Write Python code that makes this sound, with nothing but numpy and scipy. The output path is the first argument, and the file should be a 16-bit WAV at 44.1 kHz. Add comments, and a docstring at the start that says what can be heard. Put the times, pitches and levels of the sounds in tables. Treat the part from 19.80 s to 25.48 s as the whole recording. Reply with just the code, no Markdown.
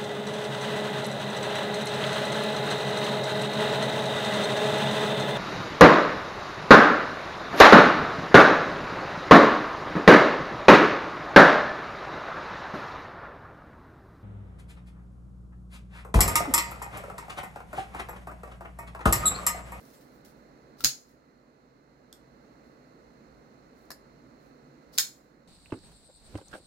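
"""Fingers rub and squeak on a folding knife's handle, close up, over a fan in a small room.
The blade is flicked open, the lock thumbed aside, the blade drops shut and is flicked open again.
Each steel contact is a burst of chatter that sets the blade ringing; the handle knocks dully.
The two loud opening snaps each hold the gain down for a second."""
import sys
import numpy as np
from scipy import signal
from scipy.fft import rfft, irfft, next_fast_len
from scipy.io import wavfile
from scipy.ndimage import uniform_filter1d, minimum_filter1d

SR = 44100
rng = np.random.default_rng(int(sys.argv[2]) if len(sys.argv) > 2 else 0)


def store_pcm(level_fs):
    """Save levels as 16-bit WAV."""
    pcm = np.round(np.clip(level_fs, -1, 1) * 32767).astype(np.int16)
    wavfile.write(sys.argv[1], SR, np.atleast_2d(pcm).T)


N = 250293
N_FFT = next_fast_len(N, real=True)
TIME_S, FREQS_HZ = np.arange(N) / SR, np.fft.rfftfreq(N_FFT, 1 / SR)
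CUTOFF_HZ = 16000


def from_db(db):
    """Decibels to gain."""
    return 10 ** (np.asarray(db) / 20)


def unit_rms(x):
    """Scale to rms 1."""
    return x / np.sqrt(np.mean(x ** 2) + 1e-30)


def at_hz(points, hz):
    """Interpolate a table over log frequency."""
    f, value = np.transpose(points)
    return np.interp(np.log(np.maximum(hz, 1)), np.log(f), value)


def panned(pan_db):
    """Stereo gains; pan is left minus right."""
    return from_db(np.array([[.5], [-.5]]) * pan_db)


def noise(colour):
    """Coloured noise, independent per channel, rms 1."""
    white = rfft(rng.standard_normal((2, N_FFT)))
    return unit_rms(irfft(white * from_db(at_hz(colour, FREQS_HZ)), N_FFT)[:, :N])


def jitter(samples):
    """Moving average of white noise, rms 1."""
    return unit_rms(uniform_filter1d(rng.standard_normal(N), size=samples))


def coloured(x, colour, taps=2048):
    """Minimum-phase filter of unit power."""
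    hz = np.fft.rfftfreq(taps, 1 / SR)
    gain = from_db(at_hz(colour, hz)) / (1 + (hz / CUTOFF_HZ) ** 20)
    gain = gain * (hz + 1) / (hz + colour[0][0])   # a small body radiates little bass
    cepstrum = irfft(np.log(unit_rms(gain)))
    cepstrum[1:taps // 2] *= 2
    cepstrum[taps // 2 + 1:] = 0
    impulse = irfft(np.exp(rfft(cepstrum)))
    return signal.fftconvolve(x, impulse[None], axes=1)[:, :x.shape[1]]


def envelope(start_s, rise_s, hold_s, fall_s):
    """A movement speeds up, holds and slows to rest."""
    rise = np.clip((TIME_S - start_s) / rise_s, 0, 1)
    fall = np.clip((TIME_S - start_s - rise_s - hold_s) / fall_s, 0, 1)
    return np.sin(np.pi / 2 * rise) ** 2 * np.cos(np.pi / 2 * fall)


def add(out, sound, start_s):
    """Mix a sound in place."""
    start = int(round(start_s * SR))
    out[:, start:start + sound.shape[1]] += sound[:, :N - start]


# fan spectrum, low and high parts: f/Hz, relative level/dB
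RUMBLE_COLOUR = [(20, -22), (40, -14.5), (57, 0.97), (75, -11.5), (97, -14), (138, 2.48), (180, -5),
                 (240, 2.97), (380, -4), (490, -2), (750, -10.5), (1300, -11.5), (2050, -20), (2450, -27)]
HISS_COLOUR = [(2450, -23.5), (3300, -35), (3850, -28), (4250, -23), (4750, -31), (7000, -34), (8500, -41),
               (15500, -42)]
# fan balance: f/Hz, pan/dB
FAN_PAN = [(50, -9), (130, -0.5), (250, -4), (1000, -4), (2200, -9), (3200, -9.5), (4300, -8),
           (7000, -12.5), (9000, -0.5), (16000, -0.5)]
# power common to both channels: f/Hz, share/0-1
FAN_COHERENCE = [(50, 0.99), (220, 0.91), (400, 0.49), (700, 0.56), (1200, 0.58), (1800, .35), (3000, 0.23),
                 (16000, 0.067)]
# motor tones: f/Hz, level/dB
MOTOR_WHINE = [(2003, -81.5), (2105, -83), (4107, -86), (4269, -84.5)]


def fan(rush_db=-55, lag_s=.00046, boom_hz=330, whine_pan_db=-6):
    """A fan on the right: its rush reaches the left late, while the room's boom stays in phase."""
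    common = rfft(rng.standard_normal(N_FFT))
    separate = rfft(rng.standard_normal((2, N_FFT)))
    share = np.clip(at_hz(FAN_COHERENCE, FREQS_HZ), 0, 1)
    delay_s = np.array([[1], [0]]) * lag_s * np.clip(FREQS_HZ / boom_hz / 2 - .5, 0, 1)
    delayed = common * np.exp(-2j * np.pi * FREQS_HZ * delay_s)
    spectrum = np.sqrt(share) * delayed + np.sqrt(1 - share) * separate
    spectrum *= from_db(at_hz([*RUMBLE_COLOUR, *HISS_COLOUR], FREQS_HZ))
    spectrum *= panned(at_hz(FAN_PAN, FREQS_HZ))
    rush = unit_rms(irfft(spectrum, N_FFT)[:, :N])
    whine = sum(from_db(db) * np.sqrt(2) * np.sin(2 * np.pi * hz * TIME_S) for hz, db in MOTOR_WHINE)
    return from_db(rush_db) * rush + whine * panned(whine_pan_db)


# room decay: f/Hz, t60/s
TAIL_DECAY = [(300, .24), (1500, 0.19), (4000, .205), (6500, 0.23), (10000, .19), (16000, 0.15)]
# room spectrum: f/Hz, relative level/dB
TAIL_COLOUR = [(300, -4.5), (1500, 1.5), (4000, 0), (6500, 0), (10000, 4), (16000, 3.5)]


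def room(x, onset_s=.003, build_s=.0038, late_db=-29.5, late_t60_s=.56, echo_db=-13):
    """Desk and walls return a dense tail; the far end of the room adds a faint, slower one."""
    t = np.arange(SR // 2) / SR
    hz = np.fft.rfftfreq(len(t), 1 / SR)
    spectrum = rfft(rng.standard_normal((2, len(t)))) * from_db(at_hz(TAIL_COLOUR, hz))
    late = from_db(late_db - 60 * t / late_t60_s)
    centres_hz, t60s_s = np.transpose(TAIL_DECAY)
    tail = 0
    for t60_s, weights in zip(t60s_s, np.eye(len(t60s_s))):
        band = at_hz(list(zip(centres_hz, weights)), hz)
        tail += irfft(spectrum * band, len(t)) * (from_db(-60 * t / t60_s) + late)
    tail *= np.clip((t - onset_s) / build_s, 0, 1)
    tail /= np.sqrt(np.sum(tail ** 2) / 2)
    for channel, echo_s in enumerate([.0115, .0088]):   # one wall echo a side
        tail[channel, int(echo_s * SR)] += from_db(echo_db)
    return signal.fftconvolve(x, tail, axes=1)[:, :N]


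def friction(colour, grain_db, waver_db):
    """Sliding hiss: tiny catches under a wavering pressure."""
    catches, pressure = jitter(60), jitter(700)
    return noise(colour) * unit_rms(from_db(grain_db * catches + waver_db * pressure))


# finger strokes: t/s, rise/s, fall/s, level/dB
STROKES = [(0, 0.0033, 0.36, -61), (.305, 0.041, 0.092, -71), (0.444, 0.006, .08, -60), (.5, .03, .17, -77),
           (1.25, .04, .08, -67.5), (2.78, .08, .07, -79), (3.93, .045, .15, -73), (4.57, .075, .07, -74)]
# skin on the handle: f/Hz, relative level/dB
SKIN_COLOUR = [(1500, -2.5), (3000, -1), (5500, 3.5), (8000, -2), (12000, 0), (16000, 1)]


def fingers():
    """Fingers rub the handle as the grip shifts; the level follows their speed."""
    strokes = sum(from_db(db) * envelope(t_s, rise_s, 0, fall_s) for t_s, rise_s, fall_s, db in STROKES)
    return strokes * friction(SKIN_COLOUR, grain_db=2, waver_db=-2.1)


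# skin squeaks: t/s, length/s, start f/Hz, glide/(Hz/s), level/dB
SKIN_SQUEAKS = [(0, 0.076, 13450, -9000, -71), (0.067, .12, 12600, -11000, -74),
                (.13, 0.073, 9560, -11000, -73), (0.136, 0.066, 7170, 9000, -68),
                (.32, .06, 14700, 10000, -74)]


def squeak(t_s, length_s, start_hz, glide_hz_per_s, db, waver_hz=90):
    """Skin sticks and slips on the handle: a thin, unsteady, gliding tone."""
    hz = start_hz + glide_hz_per_s * np.clip(TIME_S - t_s, 0, length_s) + waver_hz * jitter(60)
    swell = envelope(t_s, length_s / 2, 0, length_s / 2)
    return from_db(db) * swell * np.sin(2 * np.pi * np.cumsum(hz) / SR)


# pivot friction: f/Hz, relative level/dB
PIVOT_COLOUR = [(1500, -17), (3000, -10), (4800, 1), (7500, -9), (12500, -9.5), (16000, -7)]


def pivot(flicks, spin_up_s=.048, stop_s=.003):
    """The blade spins up on its pivot and coasts until the slam stops it."""
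    swings = sum(from_db(db) * envelope(slam_s - swing_s, spin_up_s, swing_s - spin_up_s, stop_s)
                 for slam_s, *_, swing_s, db in flicks)
    return swings * friction(PIVOT_COLOUR, grain_db=-1.1, waver_db=-2.5)


# air on the microphone: f/Hz, relative level/dB
AIR_COLOUR = [(20, -9.5), (55, 6), (110, -5), (220, -10.5), (500, -20)]


def air_puff(t_s, left_db=-24.5, right_db=-42.5):
    """Air pushed by the swing reaches the microphone as the blade stops."""
    gust = envelope(t_s, rise_s=.0023, hold_s=.015, fall_s=.009)
    return from_db([[left_db], [right_db]]) * gust * noise(AIR_COLOUR)


# handle and lock bar knocks, and one room boom: t/s, f/Hz, level/dB, t60/s
KNOCKS_AND_BOOM = [(1.0054, 1350, -41, 0.092), (1.038, 302, -33, 0.071), (1.052, 136.1, -33.5, 0.2),
                   (2.3274, 3490, -50, 0.027), (2.3263, 5200, -50.5, .018), (4.1045, 620, -46, .02),
                   (4.1062, 1690, -44, 0.041), (4.1056, 4880, -48, .03), (5.1836, 1500, -29, 0.034)]


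def knocks_and_boom():
    """Short, hand-damped knocks of handle and lock bar, and a low room boom after the first snap."""
    out, t = np.zeros((2, N)), np.arange(SR // 4) / SR
    for t_s, hz, db, t60_s in KNOCKS_AND_BOOM:
        mode = from_db(db - 60 * t / t60_s) * np.sin(2 * np.pi * hz * t)
        add(out, mode[None], t_s)
    return out


# steel blade and liner modes: f/Hz, relative level/dB, t60/s at grip 1
BLADE_MODES = [(1590, -9, .15), (2195, -9, 0.17), (3650, -15, .15), (4072, -8, .18), (4262, 2.5, 0.34),
               (4377, -2.5, .24), (5025, -4, .18), (5324, -1, 0.3), (5321, 2, 0.28), (5603, -0.5, .2),
               (6340, -1, 0.15), (6500, 2.5, .21), (6500, -1, 0.11), (6647, 1, .19), (7112, -1, 0.43),
               (7760, -3, 0.3), (10100, -6.5, .15), (10464, -5.5, .15), (11850, -7, .14),
               (11400, -3.5, .14), (13790, -7.5, .13), (14750, -7.5, .14)]


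def blade_ring(t, grip, spread_db=2.5):
    """A blow excites each mode with random strength and phase; grip multiplies the decay rate."""
    hz, db, t60_s = np.transpose(BLADE_MODES)
    strength = from_db(db + spread_db * rng.standard_normal((2, len(hz))))
    strength /= np.sqrt(np.sum(strength ** 2) / 4)
    phase = np.exp(2j * np.pi * rng.random(strength.shape))
    poles = 2j * np.pi * hz - np.log(1000) * grip / t60_s
    return np.real((strength * phase) @ np.exp(np.outer(poles, t)))


def contacts(rows, colour, rise_s, grip, send_db, common_share=.25, ring_send_db=-8.5):
    """Steel chatters on steel for milliseconds, then the blade rings on. Returns (direct, room send)."""
    clack, ring, t = np.zeros((2, N)), np.zeros((2, N)), TIME_S[:SR // 4]
    for t_s, db, pan_db, decay_s, ring_db in rows:
        onset = from_db(db) * panned(pan_db) * np.minimum(t / rise_s, 1)
        decay = np.exp(-np.maximum(t - rise_s, 0) / decay_s)
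        chatter = rng.choice([-1, 1], (2, len(t)))
        chatter[1] = np.where(rng.random(len(t)) < common_share, chatter[0], chatter[1])
        add(clack, coloured(chatter * onset * decay, colour), t_s)
        add(ring, from_db(ring_db) * onset * blade_ring(t, grip), t_s)
    radiated = clack + from_db(ring_send_db) * ring   # the thin blade radiates less than the whole knife
    return np.array([clack + ring, from_db(send_db) * radiated])


# detent contacts: t/s, level/dB, pan/dB, decay/s, ring/dB re level
DETENT_HITS = [(.9718, -62.5, -4.5, 0.00067, -35), (1.0062, -37, 6, .0025, -32)]
# detent spectrum: f/Hz, relative level/dB
BALL_COLOUR = [(700, -17.5), (1300, 1), (2300, -7.5), (4300, 4), (7000, -14), (11000, -17), (14500, -1),
               (16000, -3.5)]


def detent():
    """The detent ball lets go of the blade."""
    return contacts(DETENT_HITS, BALL_COLOUR, rise_s=.00027, grip=1.8, send_db=-3.5)


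# lock bar contact: t/s, level/dB, pan/dB, decay/s, ring/dB re level
UNLOCK_HITS = [(2.3270, -35.5, -3.5, 0.0011, -21)]
# lock bar spectrum: f/Hz, relative level/dB
LOCK_BAR_COLOUR = [(700, -3), (1600, -1), (2700, -10), (3450, 9.5), (4200, 0), (5300, 4), (6200, -9),
                   (7800, 4.5), (9500, -8.5), (12300, -1), (16000, -13)]


def unlock():
    """The thumb pushes the lock bar aside with a click."""
    return contacts(UNLOCK_HITS, LOCK_BAR_COLOUR, rise_s=.00074, grip=2.2, send_db=-5)


# closing contacts: t/s, level/dB, pan/dB, decay/s, ring/dB re level
CLOSING_HITS = [(4.1043, -34, 7, 0.00077, -29), (4.1056, -36, -4, 0.0024, -13.5),
                (4.1150, -39, 0, 0.0054, -8)]
# closing spectrum: f/Hz, relative level/dB
CLOSING_COLOUR = [(250, 3), (600, 8), (1200, 2), (1800, 1), (3100, -9.5), (4000, -3.5), (4750, 6.5),
                  (6000, -8), (8000, -14), (9600, -1), (10600, -12), (12400, -2), (16000, -14)]


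def drop_shut():
    """The blade drops into the handle and bounces."""
    return contacts(CLOSING_HITS, CLOSING_COLOUR, rise_s=.00035, grip=3, send_db=-7.5)


# openings: slam t/s, level/dB, pan/dB, ring/dB re level, rebound/dB re level, swing/s, swing level/dB
FLICKS = [(1.0450, -6.5, -1, -20, -7.5, 0.074, -52), (5.1835, -7.5, -0.5, -18.5, -17, 0.072, -51.5)]
# one spectrum per opening, set by the grip: f/Hz, relative level/dB
FLICK_COLOURS = [
    [(280, -9.5), (750, -12.5), (1000, -15.5), (1500, -6), (2100, -8.5), (3600, -9), (4300, 2.5),
     (5300, -1), (5950, -3), (6550, 4.5), (7200, -1.5), (8000, -11.5), (12200, -9.5), (16000, -9.5)],
    [(500, -17), (1000, -11.5), (1550, -2), (2000, -4.5), (2950, -9.5), (3750, -2), (4600, -1), (5350, 5.5),
     (5950, -3), (6600, 4), (8400, -7.5), (10800, -8), (12200, -7), (16000, -7.5)],
]


def snap_open(lock_lead_s=.0053, rebound_lag_s=.0082):
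    """The lock bar slips in behind the blade, which slams on its stop pin and rebounds."""
    out = 0
    for (t_s, db, pan_db, ring_db, rebound_db, *_), colour in zip(FLICKS, FLICK_COLOURS):
        # t/s, level/dB, pan/dB, decay/s, ring/dB re level
        lock = (t_s - lock_lead_s, db - 12.5, pan_db + 5.5, .0012, -28.5)
        slam = (t_s, db, pan_db, .003, ring_db)
        rebound = (t_s + rebound_lag_s, db + rebound_db, pan_db - 1.5, .003, -18)
        out += contacts([lock, slam, rebound], colour, rise_s=.00093, grip=1.3, send_db=-.53)
    return out


# balance of the direct contacts: f/Hz, pan/dB
DIRECT_PAN = [(1500, 0.5), (6500, -4), (11000, 5.5), (16000, 4.5)]


def mic_facing(x):
    """The left microphone port faces the pivot and gets more of its top treble."""
    return irfft(rfft(x, N_FFT) * panned(at_hz(DIRECT_PAN, FREQS_HZ)), N_FFT)[:, :N]


def scene():
    """Knife and hand in the room, over the fan."""
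    direct, send = snap_open() + detent() + unlock() + drop_shut()
    handling = pivot(FLICKS) + fingers() + sum(squeak(*row) for row in SKIN_SQUEAKS)
    soft_sounds = handling + knocks_and_boom()
    reverb = room(send + from_db(-7) * soft_sounds)
    first_slam_s = FLICKS[0][0]
    return mic_facing(direct) + soft_sounds + reverb + air_puff(first_slam_s) + fan()


def record(dry, threshold_db=-30, cut_db_per_db=.19, attack_s=.00033, hold_s=1.0, release_db_per_s=7):
    """Gain control ducks on loud snaps, holds and recovers; a steep low-pass follows."""
    power = np.abs(uniform_filter1d(np.mean(dry ** 2, axis=0), size=64))
    level_db = 10 * np.log10(power + 1e-12)
    cut_db = cut_db_per_db * np.maximum(level_db - threshold_db, 0)
    half_hold = int(hold_s * SR / 2)
    held_db = -minimum_filter1d(-cut_db, size=2 * half_hold + 1, origin=half_hold, mode="constant")
    ramp_db = release_db_per_s * TIME_S
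    released_db = np.maximum.accumulate(held_db + ramp_db) - ramp_db
    pole = np.exp(-1 / (attack_s * SR))
    gain = from_db(-signal.lfilter([1 - pole], [1, -pole], released_db))
    lowpass = signal.ellip(10, .1, 70, CUTOFF_HZ, fs=SR, output="sos")
    return signal.sosfilt(lowpass, dry * gain)


dry = scene()
out = record(dry)
store_pcm(out)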